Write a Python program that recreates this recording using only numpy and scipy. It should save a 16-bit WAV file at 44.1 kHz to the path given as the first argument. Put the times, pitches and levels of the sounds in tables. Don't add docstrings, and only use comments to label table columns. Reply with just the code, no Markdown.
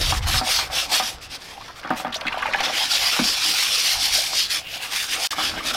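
import sys
import numpy as np
from scipy import signal
from scipy.fft import rfft, irfft, next_fast_len
from scipy.io import wavfile
from scipy.ndimage import uniform_filter1d, map_coordinates

SR = 44100
rng = np.random.default_rng(int(sys.argv[2]) if len(sys.argv) > 2 else 0)


def transcribe(u):
    v = np.clip(np.atleast_2d(u).T, -1, 1)
    q = np.round(v * 32767).astype(np.int16)
    wavfile.write(sys.argv[1], SR, q)


N = 254016

# peak in seconds, swelling in s, fading in s, buffeting in dB.
GUSTS = [(.05, .2, 0.2, -26.5), (.34, 0.44, .12, -27), (.72, 0.37, 0.18, -40.5), (1.15, .06, 0.086, -45),
         (1.28, .08, 0.05, -43.5), (2.45, 0.25, .12, -52), (3.03, 0.085, 0.055, -46), (3.24, .05, .12, -45),
         (3.97, .035, 0.094, -41), (4.14, 0.088, 0.08, -45), (5.55, 0.15, 0.098, -42.5),
         (5.74, .12, .1, -44)]
BREEZE_DB = -55.5
# frequency in Hz, relative density in dB per Hz.
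RUMBLE_SPECTRUM = [(12, -28), (28, 3.5), (45, 0.5), (68, 0), (100, -5), (135, -6), (180, -22), (300, -60),
                   (1000, -77)]
FLUTTER_SPECTRUM = [(30, -32), (85, 9), (145, -14), (200, -5.5), (400, -41), (1000, -80)]
YARD_SPECTRUM = [(20, -3), (100, 0), (250, -4.5), (800, -6.5), (2000, -9), (5000, -17), (16000, -121)]
# frequency in Hz, t60 in seconds.
WALL_DECAY = [(200, 0.24), (1500, 0.1), (10000, 0.048)]

# time in seconds, churning in dB.
DUNK = [(1.83, -34), (1.916, -38.5), (2.03, -42.5), (2.32, -35.5), (2.51, -31), (2.7, -27)]
CHURN_DB = 2
MIST_DB, MIST_DB_PER_S = -25, 9.5
# peak in seconds, swelling in s, fading in s, level in dB.
SLOSH = [(5.57, 0.27, 0.34, -40.5)]
# frequency in Hz, relative density in dB per Hz.
SLOSH_SPECTRUM = [(60, -20), (140, -4), (320, 8), (420, -1), (600, 4), (1200, -9), (3000, -28)]
# start in seconds, level in dB, typical bubble pitch in Hz, length of the cluster in s.
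SPLASHES = [(1.606, -28, 1215, 0.01), (1.68, -25, 1160, 0.027), (1.939, -25, 1120, 0.021),
            (2.124, -15, 3400, 0.013), (2.142, -8.5, 3600, 0.027), (2.209, -15.5, 3070, .007),
            (2.267, -10.5, 2700, 0.0075), (2.28, -11.5, 2630, 0.0047), (2.323, -15, 2620, .01),
            (2.341, -18, 1620, 0.031), (2.378, -17.5, 2800, 0.036), (2.422, -11.5, 1905, 0.012),
            (2.457, -12, 2010, .022), (2.535, -8.5, 1970, 0.011), (2.584, -11.5, 2390, 0.017),
            (2.602, -13, 1350, 0.013), (2.603, -10.5, 3300, .008), (2.632, -20, 3500, 0.025),
            (5.393, -23, 1160, 0.022), (5.573, -20, 1970, 0.019)]
SPLASH_SPRAY_DB = -32
SPRAY_DB_PER_OCTAVE = 4
# start in seconds, level in dB, starting pitch in Hz.
BUBBLES = [(1.578, -25.5, 810), (2.16, -19, 680), (2.217, -22, 690), (2.343, -17, 730), (2.373, -13.5, 714),
           (2.426, -11.5, 1140), (2.456, -10.5, 853), (2.547, -10, 800), (2.547, -4.5, 1680),
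           (2.605, -11.5, 790), (2.698, -15, 760), (5.33, -13.5, 1190), (5.403, -16, 1110),
           (5.607, -17.5, 1200), (5.743, -20, 1310), (5.75, -17, 744)]
BUBBLE_CYCLES = 29

# start in seconds, hard tap in dB, plate ring in dB, bucket thump in dB.
KNOCKS = [(0.124, -5.5, -13, -31), (0.341, -31, -11, -47), (0.413, -31, -13, -26), (0.589, -12.5, -11, -47),
          (0.7, -30, -21.5, -49), (0.999, -11, -11, -34), (1.848, -21, -21, -32), (1.905, -14, -7, -16.5),
          (1.913, -10.5, -32, -24), (1.999, -27, -17.5, -36), (2.048, -23, -13, -25),
          (2.069, -15, -23, -26), (2.253, -25, -16.5, -26), (3.191, -8, -10.5, -11),
          (3.215, -32, -33, -25.5), (3.955, -19.5, -25, -55), (4.333, -14, -23, -47),
          (5.383, -18, -12, -29.5), (5.538, -30, -23, -36)]
# frequency in Hz, typical strength in dB, t60 in seconds.
PLATE_MODES = [(517, -27, 0.23), (605, -23, .07), (739.5, -3.5, 0.22), (742.6, 10, 0.081), (967, -12, 0.05),
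               (1217, 4.5, 0.082), (1246, 2.5, 0.044), (1510, 7, 0.043), (2350, -19, .04),
               (3330, -2.5, 0.04)]
BUCKET_MODES = [(150, -8, 0.06), (208, -1, 0.08), (258, 0.5, 0.085), (311, 1, 0.085), (503, -6, 0.06)]

# fine spray in dB, soapy swish in dB.
STROKES = [(.03, .07, 0.078, -28, -8, 2), (0.111, .08, 0.027, -25, -8, -1.5),
           (.172, 0.057, 0.031, -30, -7.5, -1), (.237, 0.026, 0.02, -39, -10, 9.5),
           (.285, 0.018, 0.027, -26, -5.5, -16), (0.382, 0.13, 0.034, -24, -7.5, -0.5),
           (0.528, 0.1, 0.14, -23, -8, 1.5), (0.786, 0.08, 0.093, -25.5, -7.5, 3),
           (0.952, 0.058, 0.077, -21.5, -7.5, 2.5), (1.04, 0.031, 0.11, -29, -6, 0),
           (1.235, .03, 0.043, -42.5, -6, 3.5), (1.35, .055, 0.025, -33.5, -10, 1.5),
           (1.48, 0.13, 0.14, -44.5, -7.5, 1), (1.66, .1, 0.1, -49, -8, 4),
           (1.79, 0.053, .025, -48, -2.5, 7), (1.98, 0.026, .065, -38.5, -2.5, 5),
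           (2.645, 0.023, 0.036, -27, -13.5, 5.5), (2.82, 0.16, .1, -25, -12.5, 4),
           (2.935, 0.053, 0.068, -21, -11.5, -7), (3.08, 0.23, 0.24, -25, -8, 1.5),
           (3.25, 0.028, 0.19, -23.5, -10, -5), (3.48, 0.14, .12, -22.5, -9, -3.5),
           (3.64, 0.17, 0.077, -23, -8, 1), (3.745, 0.074, 0.11, -21.5, -10.5, -6.5),
           (3.9, 0.15, 0.1, -21.5, -8.5, -3), (4.05, 0.091, 0.1, -22, -10, -2.5),
           (4.155, 0.05, 0.07, -21.5, -5.5, -2.5), (4.2, 0.028, 0.19, -26.5, -7, 0),
           (4.404, 0.11, 0.078, -21, -13.5, -11), (4.532, 0.044, 0.083, -23.5, -7.5, -0.5),
           (4.75, 0.08, 0.063, -37, -6.5, 2), (4.835, 0.033, 0.069, -36.5, -1, 9.5),
           (4.956, 0.074, 0.057, -29.5, -5.5, 2.5), (5.03, 0.11, 0.066, -30, -3, 1),
           (5.145, 0.076, 0.056, -28, -6, 4.5), (5.26, 0.083, 0.031, -25, -4.5, 0.5),
           (5.32, .04, 0.033, -27, -8.5, 0.5), (5.455, .11, 0.074, -26.5, -9, 2),
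           (5.58, 0.19, 0.078, -41, -9, 7.5), (5.685, 0.056, 0.048, -25.5, -9.5, -0.5),
           (5.744, 0.017, 0.037, -30.5, -6, -1)]
RESTING_DB = -57
# moment of top speed in seconds, speeding up in s, slowing down in s, level in dB.
RASP = [(4.72, 0.13, 0.27, -34)]
# frequency in Hz, relative density in dB per Hz.
HISS_SPECTRUM = [(150, -69), (1200, -28), (2200, -9.5), (3100, -2.5), (3500, -0.5), (3900, -2.5),
                 (4900, 0.5), (5600, -2.5), (6500, -12.5), (7600, -18.5), (11000, -23), (16000, -40)]
SPRAY_SPECTRUM = [(3000, -33), (6000, 2), (7500, -0.5), (9200, -2), (12500, -5.5), (14500, -9),
                  (16000, -17)]
SWISH_SPECTRUM = [(300, -39), (1100, -10.5), (1450, -7), (1680, -3.5), (1900, -4), (2300, 0), (2900, -2),
                  (3400, 0), (4200, -9.5), (7000, -53)]
DRUM_SPECTRUM = [(60, -26), (170, -17.5), (310, -7), (410, -16), (500, -4.5), (590, -7), (700, -1),
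                 (765, 2.5), (850, -3), (1000, -4.5), (1200, -2.5), (1600, -5.5), (2400, -11.5),
                 (6000, -41)]
RASP_SPECTRUM = [(1300, -34), (2300, -7), (2800, 0), (3400, -9), (5000, -27)]
DRUM_DB, DRUM_GROWS = -25.5, 0.36
# time in seconds, change of drumming in dB.
PLATE_FREEDOM = [(0, 4.5), (1.0, 2.5), (1.25, -3.5), (2.7, -1.5), (3.2, 1), (3.8, -4), (4.5, -4.5),
                 (5.2, -0.5), (5.6, 4.5), (5.76, 2)]

EDGE_DB, ROUNDNESS = 18.5, 2.27
# time in seconds, gain in dB.
DROPOUT = [(5.272, 0), (5.274, -27), (5.293, -20), (5.295, -60), (5.305, -60), (5.307, 0)]
TOP_HZ = 15850


def amp(db):
    return 10 ** (np.asarray(db) / 20)


def unit(x):
    return x / np.sqrt(np.mean(x ** 2) + 1e-20)


def along(points, hz):
    f, v = np.transpose(points)
    return np.interp(np.log(hz + 1), np.log(f + 1), v)


def curves(rows):
    s, *cols = np.transpose(rows)
    return [np.interp(np.arange(N) / SR, s, c) for c in cols]


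def during(rows, fade=.03):
    t = np.arange(N) / SR
    return np.clip(1 + np.minimum(t - rows[0][0], rows[-1][0] - t) / fade, 0, 1)


def swells(rows):
    t = np.arange(0, N, 50) / SR
    s, rise, fall, db = np.transpose(rows)[..., None]
    away = np.maximum((s - t) / rise, (t - s) / fall)
    gains = amp(db - EDGE_DB * away ** ROUNDNESS)
    return np.interp(np.arange(N) / SR, t, np.linalg.norm(gains, axis=0))


def wobble(rate):
    knots = rng.standard_normal(int(N * rate / SR) + 4)
    return map_coordinates(knots, [np.arange(N) * rate / SR])


def filtered(x, response):
    size = next_fast_len(N + SR // 2)
    return irfft(rfft(x, size) * response(np.fft.rfftfreq(size, 1 / SR)), size)[:N]


def coloured(x, spectrum):
    return unit(filtered(x, lambda hz: amp(along(spectrum, hz))))


def patchy(x, depth_db):
    z = signal.stft(x, nperseg=512)[2]
    field = uniform_filter1d(rng.standard_normal(z.shape), size=4, axis=0)
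    field = uniform_filter1d(field, size=12, axis=1)
    return signal.istft(z * amp(depth_db * unit(field)), nperseg=512)[1][:N]


def flicks(rate, smooth):
    hits = (rng.random(N) < rate / SR) * rng.standard_normal(N)
    return unit(unit(hits) + smooth * rng.standard_normal(N))


def add(track, s, sound):
    start = int(np.clip(round(s * SR), 0, N))
    track[start:start + len(sound)] += sound[:N - start]


def burst(noise, s, t60):
    t = np.arange(SR // 4) / SR
    return np.roll(noise, -round(s * SR))[:len(t)] * amp(-60 * t / t60)


def bubble(hz, t60, rise=0.077, attack=0.00042):
    t = np.arange(SR // 10) / SR
    phase = 2 * np.pi * hz * t * (1 + rise * np.minimum(t / t60, 1) / 2)
    return np.sin(phase) * amp(-60 * t / t60) * (1 - np.exp(-t / attack))


def ring(modes, scatter_db):
    t = np.arange(SR // 4) / SR
    x = np.zeros(len(t))
    for k, (hz, db, t60) in enumerate(modes):
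        decay = amp(db + scatter_db * rng.standard_normal() - 60 * t / t60)
        x += (-1) ** k * decay * np.sin(2 * np.pi * hz * t)
    x = signal.sosfilt(signal.butter(2, modes[0][0] / 2, "high", fs=SR, output="sos"), x)
    return x / np.abs(x).max()


def air():
    buffet = np.hypot(swells(GUSTS), amp(BREEZE_DB))
    turbulence = amp(1.5 * wobble(14))
    rumble = amp(-0.5) * buffet * turbulence * coloured(rng.standard_normal(N), RUMBLE_SPECTRUM)
    flutter = amp(11.0) * buffet ** 1.67 * coloured(rng.standard_normal(N), FLUTTER_SPECTRUM)
    hush = amp(-48.0) * coloured(rng.standard_normal(N), YARD_SPECTRUM)
    return rumble + flutter + hush


def echoes(x):
    hz, t, z = signal.stft(rng.standard_normal(SR // 4), SR, nperseg=256)
    decay = amp(-60 * t / along(WALL_DECAY, hz)[:, None])
    tail = signal.istft(z * decay, SR, nperseg=256)[1]
    delayed = np.pad(tail / np.linalg.norm(tail), (SR // 400, 0))
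    return signal.fftconvolve(x, delayed)[:N]


def drips(count=70):
    track = np.zeros(N)
    for s, pitch, size in rng.random((count, 3)):
        hz = 750 * 4 ** pitch
        drop = bubble(hz, 24 / hz, rise=0.18, attack=0.00026)
        add(track, s * N / SR, amp(-31 - 20 * size) * drop)
    suds = amp(-53) * coloured(flicks(rate=110, smooth=0), HISS_SPECTRUM)
    return track + suds


def churning(count=320):
    churn_db, = curves(DUNK)
    start, end = DUNK[0][0], DUNK[-1][0]
    swarm = np.zeros(N)
    for s, (pitch, size) in zip(np.linspace(start, end, count), rng.standard_normal((count, 2))):
        hz = np.clip(1500 * np.exp(.48 * pitch + .5 * (s - start)), 550, 6000)
        sound = bubble(hz, 42 / hz, rise=0.084, attack=0.0003)
        add(swarm, s + rng.uniform(0, .01), amp(4.6 * np.tanh(size)) * sound)
    swarm = unit(swarm) * np.sqrt(during(DUNK).mean())
    wash = coloured(flicks(rate=560, smooth=0.8), DRUM_SPECTRUM)
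    mist = coloured(flicks(rate=290, smooth=0.3), SPRAY_SPECTRUM)
    spatter = coloured(patchy(flicks(rate=1600, smooth=0.9), depth_db=3.0), HISS_SPECTRUM)
    build_up_s = np.clip(np.arange(N) / SR - end, -1, 0)
    fine = (mist + amp(15) * spatter) * amp(MIST_DB + MIST_DB_PER_S * build_up_s)
    stirred = amp(-3.5) * swarm + amp(-6.5) * wash + fine
    slosh = swells(SLOSH) * coloured(flicks(rate=300, smooth=.6), SLOSH_SPECTRUM)
    return during(DUNK) * amp(churn_db + CHURN_DB) * stirred + slosh


def splashes(count=16):
    water = np.zeros(N)
    slap = coloured(rng.standard_normal(N), SWISH_SPECTRUM)
    droplets = coloured(flicks(rate=1400, smooth=0.61), SPRAY_SPECTRUM)
    for s, db, pitch_hz, length in SPLASHES:
        add(water, s, amp(db - 21.0) * burst(slap, s, t60=4 * length))
        spray_db = db + SPLASH_SPRAY_DB + SPRAY_DB_PER_OCTAVE * np.log2(pitch_hz / 3000)
        add(water, s, amp(spray_db) * burst(droplets, s, t60=6 * length))
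        for delay, (pitch, size) in zip(np.linspace(0, 1, count), rng.standard_normal((count, 2))):
            hz = np.clip(pitch_hz * np.exp(.3 * pitch), 700, 9000)
            level_db = db - 11 - 3 * delay + 4.2 * np.tanh(size)
            onset = s + length * (delay + rng.random() / count)
            add(water, onset, amp(level_db) * bubble(hz, 42 / hz, attack=0.000057))
    for s, db, hz in BUBBLES:
        plop = bubble(hz, BUBBLE_CYCLES / hz, rise=0.06, attack=0.00069)
        add(water, s, amp(db - 0.5) * plop)
    return water


def knocks():
    track = np.zeros(N)
    tap = ring([(1064, 0, 0.0055)], scatter_db=0)
    chatter = coloured(rng.standard_normal(N), DRUM_SPECTRUM)
    for s, tap_db, plate_db, thump_db in KNOCKS:
        plate = ring(PLATE_MODES, scatter_db=5.5) + amp(-12) * burst(chatter, s, t60=0.19)
        thump = ring(BUCKET_MODES, scatter_db=3.3)
        add(track, s, amp(tap_db - 2.0) * tap)
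        add(track, s, amp(plate_db - 4.0) * plate)
        add(track, s, amp(thump_db - 1.5) * thump)
    return track


def scrubbing():
    hiss = coloured(patchy(flicks(rate=14000, smooth=0.69), depth_db=2.5), HISS_SPECTRUM)
    spray = coloured(patchy(flicks(rate=6000, smooth=0.8), depth_db=3.0), SPRAY_SPECTRUM)
    swish = coloured(patchy(flicks(rate=6500, smooth=1.0), depth_db=3.5), SWISH_SPECTRUM)
    drum = coloured(patchy(flicks(rate=1200, smooth=0.84), depth_db=4.5), DRUM_SPECTRUM)
    rasp = coloured(flicks(rate=1800, smooth=0.45), RASP_SPECTRUM)

    s, rise, fall, db, spray_db, swish_db = np.transpose(STROKES)
    resting = amp(RESTING_DB) * (1 - during(DUNK))
    effort = np.hypot(swells(np.c_[s, rise, fall, db]), resting)
    spray_gain = swells(np.c_[s, rise, fall, db + spray_db])
    swish_gain = np.hypot(swells(np.c_[s, rise, fall, db + swish_db]), amp(2) * resting)
    freedom_db, = curves(PLATE_FREEDOM)

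    brush = amp(1.91) * effort * hiss
    brush += swells(RASP) * rasp
    brush += amp(2.37) * spray_gain * spray
    brush += amp(-3.2) * swish_gain * swish
    brush += amp(DRUM_DB + freedom_db) * effort ** DRUM_GROWS * drum
    catch_and_slip = amp(0.99 * wobble(55) + 0.77 * wobble(210))
    return brush * catch_and_slip


def scene():
    bucket = churning() + splashes() + drips() + knocks()
    return (scrubbing() + bucket + amp(-10.0) * echoes(bucket) + air())[None]


def record(dry):
    gain_db, = curves(DROPOUT)
    rounded = dry[0] / (1 + (dry[0] / .45) ** 6) ** (1 / 6)
    return filtered(rounded * amp(gain_db), lambda hz: hz < TOP_HZ)[None]


dry = scene()
out = record(dry)
transcribe(out)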